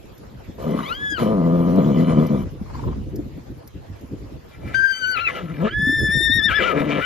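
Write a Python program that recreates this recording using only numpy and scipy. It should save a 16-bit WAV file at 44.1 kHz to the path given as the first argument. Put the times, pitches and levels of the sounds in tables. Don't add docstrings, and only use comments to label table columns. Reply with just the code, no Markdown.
import sys
import numpy as np
from scipy import signal
from scipy.fft import rfft, irfft, next_fast_len
from scipy.io import wavfile
from scipy.ndimage import uniform_filter1d, map_coordinates

SR = 44100
rng = np.random.default_rng(int(sys.argv[2]) if len(sys.argv) > 2 else 0)


def int16_out(signal):
    q = np.round(np.clip(np.atleast_2d(signal).T, -1, 1) * 32767)
    wavfile.write(sys.argv[1], SR, q.astype(np.int16))


N = 310905
T = np.arange(N) / SR

# time_s, level_db
WIND_LEVEL = [(0, -48.5), (1.0, -44), (1.45, -41.5), (2.33, -37.5), (2.96, -35.5), (3.14, -35.5),
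              (3.165, -43), (3.27, -35.5), (3.47, -49.5), (3.51, -42), (3.66, -52), (3.78, -44),
              (3.89, -38), (4.08, -53.5), (4.14, -44), (4.28, -42), (4.51, -52.5), (4.79, -41), (4.9, -57),
              (5.4, -47), (5.7, -42.5), (5.97, -32), (6.3, -33), (6.7, -45), (7.05, -44)]
# freq_hz, density_db
RUMBLE_SPECTRUM = [(12, -57.5), (20, -27.5), (36, -15), (54, -2), (140, -6), (180, -23), (310, -120)]
FLUTTER_SPECTRUM = [(65, -34.5), (110, -9.5), (183, -4), (302, -4.5), (556, -19.5), (1300, -68.5),
                    (2640, -120)]
HISS_SPECTRUM = [(290, -10), (500, -5.5), (712, -12), (1480, -20.5), (5000, -29.5), (7120, -32.5),
                 (8600, -38), (10900, -76.5), (18500, -120)]
FIZZ_SPECTRUM = [(8000, -32.5), (9000, -2), (11200, -5), (13000, -8), (15500, -25)]
# freq_hz, correlation
HISS_CORRELATION = [(500, -0.31), (3000, 0.31), (7000, -0.099), (8500, -0.99)]
# freq_hz, phase_rad
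STEREO_PHASE = [(100, -.4), (350, -.8), (700, -1.6), (1500, -1.4), (2500, .3), (6000, -1.2), (7200, -1.4),
                (8600, -3.2), (10800, -4.4), (12500, -5.7), (15000, -6.2)]
# start_s, level_db
TICK_HITS = [(0.1785, -46), (0.707, -42.5), (1.21, -44), (1.758, -43), (2.2652, -37.5), (3.158, -38.5),
             (3.674, -39), (4.009, -49.5)]
# start_s, level_db, pitch_hz
THUD_HITS = [(1.122, -16, 296), (2.521, -20.5, 151.6), (2.613, -10.5, 203.6), (2.827, -20, 250),
             (3.114, -19.5, 155), (3.191, -8, 299), (3.258, -19, 247), (3.379, -22, 282),
             (5.793, -10, 186.6), (5.828, -9, 153), (5.87, -7, 260), (5.893, -7, 273.6),
             (5.926, -13.5, 309), (6.085, -11, 165), (6.205, -14.5, 339), (6.296, -11, 257.5),
             (6.454, -14.5, 202)]

# time_s, pitch_hz, chest_db, mouth_over_chest_db, roughness
FOLD_PHRASES = [
    [(0.58, 70.34, -56, 19, 0.4), (0.674, 79.3, -22.5, -3.5, 0.37), (0.736, 70.9, -20, -7.5, 0.66),
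     (0.88, 76.3, -35, -14, 0.63)],
    [(1.18, 119.3, -47, 12, 0.23), (1.216, 112.9, -19.5, -4, 0.39), (1.318, 108.2, -19.5, -3, 0.14),
     (1.416, 83.06, -16.5, -8.5, 0.16), (1.65, 85.26, -17, -8, 0.24), (1.74, 89.55, -16.5, -9.5, 0.21),
     (1.79, 95.8, -12.5, -6.5, 0.22), (1.818, 71.75, -15.5, -11.5, 0.29), (2.03, 82.2, -15, -10, 0.35),
     (2.125, 84.9, -15.5, -6.5, 0.28), (2.172, 75.94, -10, -12, 0.19), (2.25, 81.03, -18.5, -9, 0.35),
     (2.356, 67.8, -16, -11, 0.3), (2.48, 58.24, -36.5, -19.5, 0.31)],
    [(5.28, 179.1, -53.5, 13.5, 0.69), (5.41, 177.3, -42, 8, 0.48), (5.43, 175.7, -30.5, -11.5, 0.31),
     (5.596, 161.2, -21, -11, 0.3), (5.71, 273.3, -25, 11.5, 0.28)],
    [(6.59, 189, -36, 10, 0.69), (6.7, 171.1, -37.5, 10, 0.67), (6.76, 141.5, -20.5, 0.5, 0.33),
     (6.85, 150.6, -23.5, -5.5, 0.49), (6.99, 148.6, -22, -1, 0.4), (7.02, 146, -36, -1, 0.36)],
]
# time_s, dip_db
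VOICE_CATCHES = [(1.946, 5), (2.058, 8), (2.151, 7), (2.282, 6.5), (5.48, 7.5), (5.536, 9), (5.575, 9.5),
                 (5.702, 34), (6.743, 2.5)]
# centre_hz, width_hz, gain_db
CHEST_MODES = [(165.8, 60.4, 6.5), (259, 124, 1.5)]
LAST_CHEST_MODES = [(172.6, 66, 1), (274, 92, 2.5)]
THROAT_MODES = [(335, 27, -7.5), (439, 50, -3), (521, 33.6, 0.5), (662, 76, -4), (1004, 93, -10.5),
                (1217, 63, -10)]
FIRST_MOUTH_MODES = [(1140, 336, 6.5), (2022, 100, 2.5), (2316, 110, 1.5), (3040, 200, 1.5),
                     (3390, 170, -1), (4070, 62, -1), (5100, 1100, -17.5)]
LATER_MOUTH_MODES = [(1084.6, 45, -11), (1326.7, 79, 8), (1712.7, 200, 2), (2013, 144, 4), (2348.6, 125, 6),
                     (2899, 810, -4), (3488, 500, -13.5), (5670, 2400, -39)]
NOSE_MODES = [(1010, 300, 25), (1400, 710, -3), (2010, 320, -30)]
# time_s, level_db
FIRST_FLOW = [
    [(0.585, -53), (0.61, -46), (0.8, -39), (0.9, -38), (0.985, -49), (1.15, -60), (1.195, -28),
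     (1.37, -49.5), (2.072, -36.5), (2.436, -48), (2.47, -89)],
]
LATER_FLOW = [
    [(4.44, -71), (4.55, -47.5), (4.59, -60), (4.68, -39), (4.73, -43.5), (4.748, -27), (4.775, -50),
     (5.14, -46), (5.335, -42.5), (5.4, -37.5), (5.44, -44.5), (5.5, -42.5), (5.63, -42), (5.688, -24),
     (5.75, -47)],
    [(6.44, -72), (6.572, -31), (6.615, -26), (6.72, -24.5), (6.735, -36.5), (6.76, -32), (6.8, -23),
     (6.84, -36), (6.885, -37), (6.9, -23.5), (6.95, -31), (6.975, -32), (7.0, -28), (7.05, -28)],
]
SNORT_FLOW = [(2.62, -59), (2.754, -36.5), (2.934, -43), (2.97, -92)]
# hiss_gain_db, fizz_gain_db
FLOW_HISS = [(-2, -17.5), (-11, -31.5), (-7.5, -42)]
# time_s, power_share
SLAP_SHARE = [(0.5, .25), (2.5, .3), (5.15, .2), (5.6, .15), (5.63, .4), (6.6, .35), (6.75, .75)]
# time_s, depth_db
BREATH_FLUTTER = [(5.43, 0), (5.46, 6), (5.6, 6), (5.62, 0)]
# time_s, whistle_sag_hz, puff_db
FLANK_SHAKES = [(5.044, 45, -72), (5.179, 225, -29.5), (5.288, 97, -28), (5.365, -1.5, -31),
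                (6.103, 28, -44), (6.294, 53, -60), (6.411, 104.5, -43), (6.513, 338, -22.5),
                (6.625, 362, -27), (6.716, 86, -56)]

# time_s, pitch_hz, first_db, second_db, third_db, left_over_right_db
WHISTLE_PHRASES = [
    [(0.83, 949, -34, -49, -43, 10), (0.885, 1180, -44, -29.5, -33.5, 8), (0.918, 1373, -21.5, -31, -43, 8),
     (0.955, 1584, -40, -33, -49, 8), (0.99, 1651, -38, -42.5, -66, 1), (1.035, 1716, -25.5, -39, -58, 4),
     (1.09, 1683, -24.5, -33, -57.5, 1), (1.14, 1652, -24.5, -35, -39.5, 15.5),
     (1.165, 1513, -32, -31.5, -46, 6), (1.185, 1300, -28.5, -35, -46, 24), (1.21, 1021, -54, -53, -67, 9)],
    [(4.745, 1560, -18, -37.5, -39.5, 17), (4.83, 1585, -15.5, -53, -45.5, 18.5),
     (4.915, 1576, -21, -46, -39, 15), (4.94, 1525, -33.5, -27, -35, 11), (5.0, 1556, -36, -48, -37.5, 16),
     (5.045, 1534, -23, -26, -33.5, 12.5), (5.11, 1516, -24.5, -49, -36, 9),
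     (5.18, 1479, -28.5, -5.5, -23, 22), (5.23, 1390, -24.5, -40, -45, 14),
     (5.278, 1330, -41, -13.5, -43, 8), (5.31, 1137, -31, -32, -57, 15)],
    [(5.67, 1194, -26, -45.5, -51, -16), (5.71, 1534, -42.5, -32, -55, -4),
     (5.745, 1706, -25, -44.5, -63, -7), (5.82, 1744, -20, -38.5, -48.5, 3.5),
     (5.98, 1788, -20.5, -32.5, -41.5, 3.5), (6.01, 1742, -26, -38.5, -39.5, 3),
     (6.09, 1760, -20, -34, -46, 5), (6.115, 1810, -18.5, -27, -37.5, 6),
     (6.2, 1807, -20.5, -23.5, -40, 13), (6.385, 1858, -20.5, -21.5, -36.5, 12.5),
     (6.405, 1835, -24, -22, -28, 14), (6.48, 1795, -18.5, -20, -39, 11.5),
     (6.555, 1755, -23, -23, -38, 16), (6.59, 1718, -15.5, -26, -36.5, 13), (6.61, 1646, -28, -37, -57, 16),
     (6.685, 1395, -23, -52, -63, 29), (6.74, 1307, -28.5, -62, -75, 15)],
    [(7.008, 1304, -29, -49, -60, 9), (7.025, 1476, -28.5, -45, -71, 26), (7.05, 1494, -28, -29, -68, 27)],
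]
UPPER_PARTIALS = [
    [5, -2, -12, -15, -36, -46],
    [-7.5, -17, -19.5, -22.5, -26, -28],
    [-6.5, -3.5, -2, -17.5, -29, -37.5],
]
PARTIAL_PHASE = [
    [-2.5, .3, .6],
    [-1.7, 2.2, .9],
    [0, .5, 0],
]
PARTIAL_PAN = [1, 0.63, 0.58, 0.36, 0.011, 0, 0.14, 0.043, 0]
SAG_LOSS = [1.5, 4.5, 9]
PARTIAL_FLICKER = [2.04, 2.5, 2]
# db_per_hz_per_s_of_glide, db_per_hz_of_sag
DROPOUT_DEPTH = [.0018, .022]

BUFFET_DB, FLUTTER_DB, FLUTTER_SWING = 5.5, 2.5, 0.94
FAR_HISS_DB, FIZZ_DB = -47.5, -66
CATCH_HALF_WIDTH_S, CATCH_SAG_PER_DB, BREATH_CATCH_SHARE = 0.021, .012, 0.38
NASAL_DIP_HZ, MOUTH_DELAY_S, MOUTH_SWELL_DB = 782, 0.003812, 3.5
JITTER, JITTER_PER_HZ_PER_S, JITTER_PER_HZ = .003, 1.1e-6, 3e-5
GLIDE_LOSS_DB_PER_HZ_PER_S = .004
SHAKE_IN_S, SHAKE_OUT_S = .022, .028
BAND_LIMIT_HZ = 15550


def amp(db):
    return 10 ** (np.asarray(db) / 20)


def unit_rms(x):
    return x / np.sqrt(np.mean(x ** 2) + 1e-20)


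def log_interp(points, hz):
    freq_hz, values = np.transpose(points)
    return np.interp(np.log(hz + 1), np.log(freq_hz + 1), values)


def tracks(phrases, edge_s=.006):
    gate = sum(((T >= rows[0][0]) & (T < rows[-1][0])) * 1. for rows in phrases)
    time_s, *columns = np.concatenate(phrases).T
    curves = [np.minimum(gate, 1)] + [np.interp(T, time_s, column) for column in columns]
    return [uniform_filter1d(curve, int(edge_s * SR) + 1) for curve in curves]


def wobble(rate_hz):
    return map_coordinates(rng.standard_normal(int(N * rate_hz / SR) + 4), [T * rate_hz])


def flicker(depth_db, rate_hz):
    return amp(depth_db * wobble(rate_hz))


def filtered(x, response):
    size = next_fast_len(N + SR // 2)
    return irfft(rfft(x, size) * response(np.fft.rfftfreq(size, 1 / SR)), size)[..., :N]


def resonances(modes, f):
    return sum((-1) ** k * amp(db) * 1j * f * width_hz / (hz * hz - f * f + 1j * f * width_hz)
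               for k, (hz, width_hz, db) in enumerate(modes))


def left_right(difference):
    return np.outer([.5, -.5], difference)


def to_stereo(x, pan_db):
    pair = filtered(x, lambda hz: np.exp(1j * left_right(log_interp(STEREO_PHASE, hz))))
    return pair * amp(left_right(pan_db))


def stereo_noise(spectrum, correlation, patchy_db):
    bins = signal.stft(rng.standard_normal((2, N)), nperseg=512)[2]
    patches = uniform_filter1d(uniform_filter1d(rng.standard_normal(bins.shape[1:]), 6, 0), 8, 1)
    pair = signal.istft(bins * amp(patchy_db * unit_rms(patches)), nperseg=512)[1][:, :N]
    angle = lambda hz: np.arccos(np.clip(log_interp(correlation, hz), -1, 1)) / 2
    response = lambda hz: amp(log_interp(spectrum, hz)) * [np.cos(angle(hz)), np.sin(angle(hz))]
    mid, side = filtered(pair, response)
    return unit_rms(np.array([mid + side, mid - side]))


def wind(flows):
    wind_db = tracks([WIND_LEVEL])[1]
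    gusts = flicker(4.57, 24)
    buffet = flicker(1.0, 13) * stereo_noise(RUMBLE_SPECTRUM, [(30, 0.72), (100, 0.46)], patchy_db=0.5)
    buffet = amp(wind_db + BUFFET_DB) * unit_rms(gusts * buffet)
    flutter_db = wind_db.mean() + FLUTTER_DB + FLUTTER_SWING * (wind_db - wind_db.mean())
    flutter = flicker(4, 40) * stereo_noise(FLUTTER_SPECTRUM, [(200, .8)], patchy_db=2)
    flutter = amp(flutter_db) * unit_rms(gusts * flutter)
    hiss_gain, fizz_gain = amp([[FAR_HISS_DB], [FIZZ_DB]]) + amp(FLOW_HISS).T @ flows
    hiss = flicker(1, 23) * stereo_noise(HISS_SPECTRUM, HISS_CORRELATION, patchy_db=2.8)
    fizz_correlation = [(9300, -1.06), (10800, -0.5), (12500, 1.0), (14000, 1.0)]
    fizz = flicker(1.6, 86) * stereo_noise(FIZZ_SPECTRUM, fizz_correlation, patchy_db=5.5)
    return buffet + flutter + hiss_gain * hiss + fizz_gain * unit_rms(fizz)


def strikes(hits, attack_s, t60_s, wave):
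    out, t = np.zeros(N + SR), np.arange(SR // 10) / SR
    for start_s, db, *rest in hits:
        envelope = amp(db - 60 * t / t60_s) * (1 - np.exp(-t / attack_s))
        out[round(start_s * SR):][:len(t)] += envelope * wave(t, *rest)
    return out[:N]


def ticks():
    bursts = strikes(TICK_HITS, attack_s=0.0013, t60_s=0.038, wave=lambda t: rng.standard_normal(len(t)))
    return filtered(bursts, lambda f: resonances([(5300, 840, 8.1), (12500, 860, 11)], f))


def vocal_folds(catch_db):
    gate, hz, chest_db, mouth_db, rough = tracks(FOLD_PHRASES)
    rough = np.clip(rough, 0, 1)
    hz = hz * (1 - CATCH_SAG_PER_DB * catch_db)
    cycles = np.cumsum(hz * (1 + .008 * wobble(14) + .17 * rough * wobble(70))) / SR
    pulses = np.diff(np.floor(cycles), prepend=0) * flicker(3.5 * rough, 80) / np.sqrt(hz)
    puffs = np.exp(-2 * (cycles % 1)) * rng.standard_normal(N)
    mix = lambda share: np.sqrt(1 - share) * unit_rms(pulses) + np.sqrt(share) * unit_rms(puffs)
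    pulsed, airy = mix(rough / 2), mix(np.clip(1.7 * rough - .12, 0, 1))
    skirt = lambda f: 1j * f / (130 + 1j * f) * 1j * f / (90 + 1j * f) / (1 + 1j * f / 400) ** 2
    chests = [unit_rms(filtered(pulsed, lambda f: resonances(modes, f) * skirt(f)))
              for modes in (CHEST_MODES, LAST_CHEST_MODES)]
    chest = np.where(T < 6, *chests)
    notch = lambda f: 1 - 0.63 * resonances([(NASAL_DIP_HZ, 200, 0)], f)
    mouth = filtered(airy, lambda f: resonances(THROAT_MODES, f) * notch(f) / (1 + 1j * f / 1500) ** 2)
    mouth = np.roll(unit_rms(mouth), int(MOUTH_DELAY_S * SR))
    return gate * amp(chest_db) * (chest + amp(mouth_db) * mouth), cycles


def airflow(shakes):
    curves = (tracks(phrases, edge_s=0.013) for phrases in (FIRST_FLOW, LATER_FLOW, [SNORT_FLOW]))
    first, later, nasal = [gate * amp(db) for gate, db in curves]
    puffs = amp(np.transpose(FLANK_SHAKES)[2]) @ shakes
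    return np.array([first, later + puffs, nasal])


def breath(cycles, flows):
    gate, depth_db = tracks([BREATH_FLUTTER])
    flutter = amp(gate * depth_db * np.cos(2 * np.pi * 48 * T + wobble(30)))
    puffs = (.4 + np.exp(-3.5 * (cycles % 1))) * flutter
    share = tracks([SLAP_SHARE])[1]
    closures = np.diff(np.floor(cycles), prepend=0)
    slaps = closures * amp(3 * rng.standard_normal(N)) / np.sqrt(np.gradient(cycles))
    turbulence = unit_rms(puffs * rng.standard_normal(N))
    source = np.sqrt(1 - share) * turbulence + np.sqrt(share) * unit_rms(slaps)
    source = filtered(source, lambda f: 1 / (1 + 1j * f / 4500) ** 3)
    knots_s = np.arange(0, N / SR + .04, .04)
    out = 0
    for flow, modes in zip(flows, (FIRST_MOUTH_MODES, LATER_MOUTH_MODES)):
        air = 0
        for hz, width_hz, db in modes:
            ring = signal.iirpeak(hz, hz / width_hz, SR)
            swell_db = np.interp(T, knots_s, rng.normal(0, MOUTH_SWELL_DB, len(knots_s)))
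            air = air + amp(db + swell_db) * signal.lfilter(*ring, signal.lfilter(*ring, source))
        out = out + flow * unit_rms(air)
    return out


def whistle(shakes):
    gate, hz, first_db, second_db, third_db, pan_db = tracks(WHISTLE_PHRASES)
    sag_hz = np.transpose(FLANK_SHAKES)[1] @ shakes
    hz = uniform_filter1d(hz, int(.015 * SR)) - sag_hz
    glide_hz_per_s = uniform_filter1d(np.abs(np.gradient(hz)) * SR, int(.06 * SR))
    jitter = (JITTER + JITTER_PER_HZ_PER_S * glide_hz_per_s + JITTER_PER_HZ * sag_hz) * wobble(350)
    phase = 2 * np.pi * np.cumsum(hz * (1 + .003 * wobble(70) + jitter)) / SR
    crackle_db = DROPOUT_DEPTH[0] * np.maximum(glide_hz_per_s - 1500, 0)
    hoarse_db = np.minimum(crackle_db + DROPOUT_DEPTH[1] * np.abs(sag_hz), 7)
    dropouts_db = hoarse_db * np.abs([wobble(90), wobble(90)])
    call = np.searchsorted([3, 5.5], T)
    lower_db = [first_db, second_db, third_db] - np.outer(SAG_LOSS, sag_hz / 100)
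    glide_loss_db = GLIDE_LOSS_DB_PER_HZ_PER_S * glide_hz_per_s
    upper_db = lower_db[2] - glide_loss_db + np.transpose(UPPER_PARTIALS)[:, call]
    spread_rad = list(np.transpose(PARTIAL_PHASE)[:, call])
    spread_rad += [log_interp(STEREO_PHASE, k * hz) for k in range(4, 10)]
    out = 0
    for k, db in enumerate([*lower_db, *upper_db]):
        balance = amp(left_right(PARTIAL_PAN[k] * pan_db))
        flicker_db = PARTIAL_FLICKER[min(k, 2)] * wobble(40) + 0.92 * k * wobble(200)
        gain = amp(db + flicker_db - np.sqrt(k) * dropouts_db[k % 2])
        out = out + gain * balance / balance.mean(0) * np.sin((k + 1) * phase + left_right(spread_rad[k]))
    return np.sqrt(2) * gate * out


def thuds():
    tone = lambda t, hz: np.sin(2 * np.pi * hz * t) + 0.059 * np.sin(2 * np.pi * 2.3 * hz * t)
    return strikes(THUD_HITS, attack_s=0.0031, t60_s=0.046, wave=tone)


def voice_catches():
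    return sum(db * np.exp(-((T - time_s) / CATCH_HALF_WIDTH_S) ** 2) for time_s, db in VOICE_CATCHES)


def snort(flow):
    flap = amp(9 * np.cos(2 * np.pi * 22.5 * (T - 2.795)))
    gain = flow * flicker(2, 45)
    air = filtered(flap * rng.standard_normal(N), lambda f: resonances(NOSE_MODES, f) ** 2)
    return gain * unit_rms(air)


def flank_shakes():
    since_s = T - np.transpose(FLANK_SHAKES)[0][:, None]
    return np.exp(-(since_s / np.where(since_s < 0, SHAKE_IN_S, SHAKE_OUT_S)) ** 2)


def scene():
    shakes, catch_db = flank_shakes(), voice_catches()
    flows = airflow(shakes)
    voice, cycles = vocal_folds(catch_db)
    air = breath(cycles, flows[:2]) + snort(flows[2])
    voice_and_air = amp(-catch_db) * voice + amp(-BREATH_CATCH_SHARE * catch_db) * air
    pan_db = np.interp(T, [2.5, 5.2, 6.6], [2.5, 4, 6])
    horses = whistle(shakes) + to_stereo(voice_and_air, pan_db)
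    return horses + to_stereo(ticks() + thuds(), pan_db=[1]) + wind(flows * amp(-catch_db))


def record(dry):
    return filtered(dry, lambda hz: hz < BAND_LIMIT_HZ)


dry = scene()
out = record(dry)
int16_out(out)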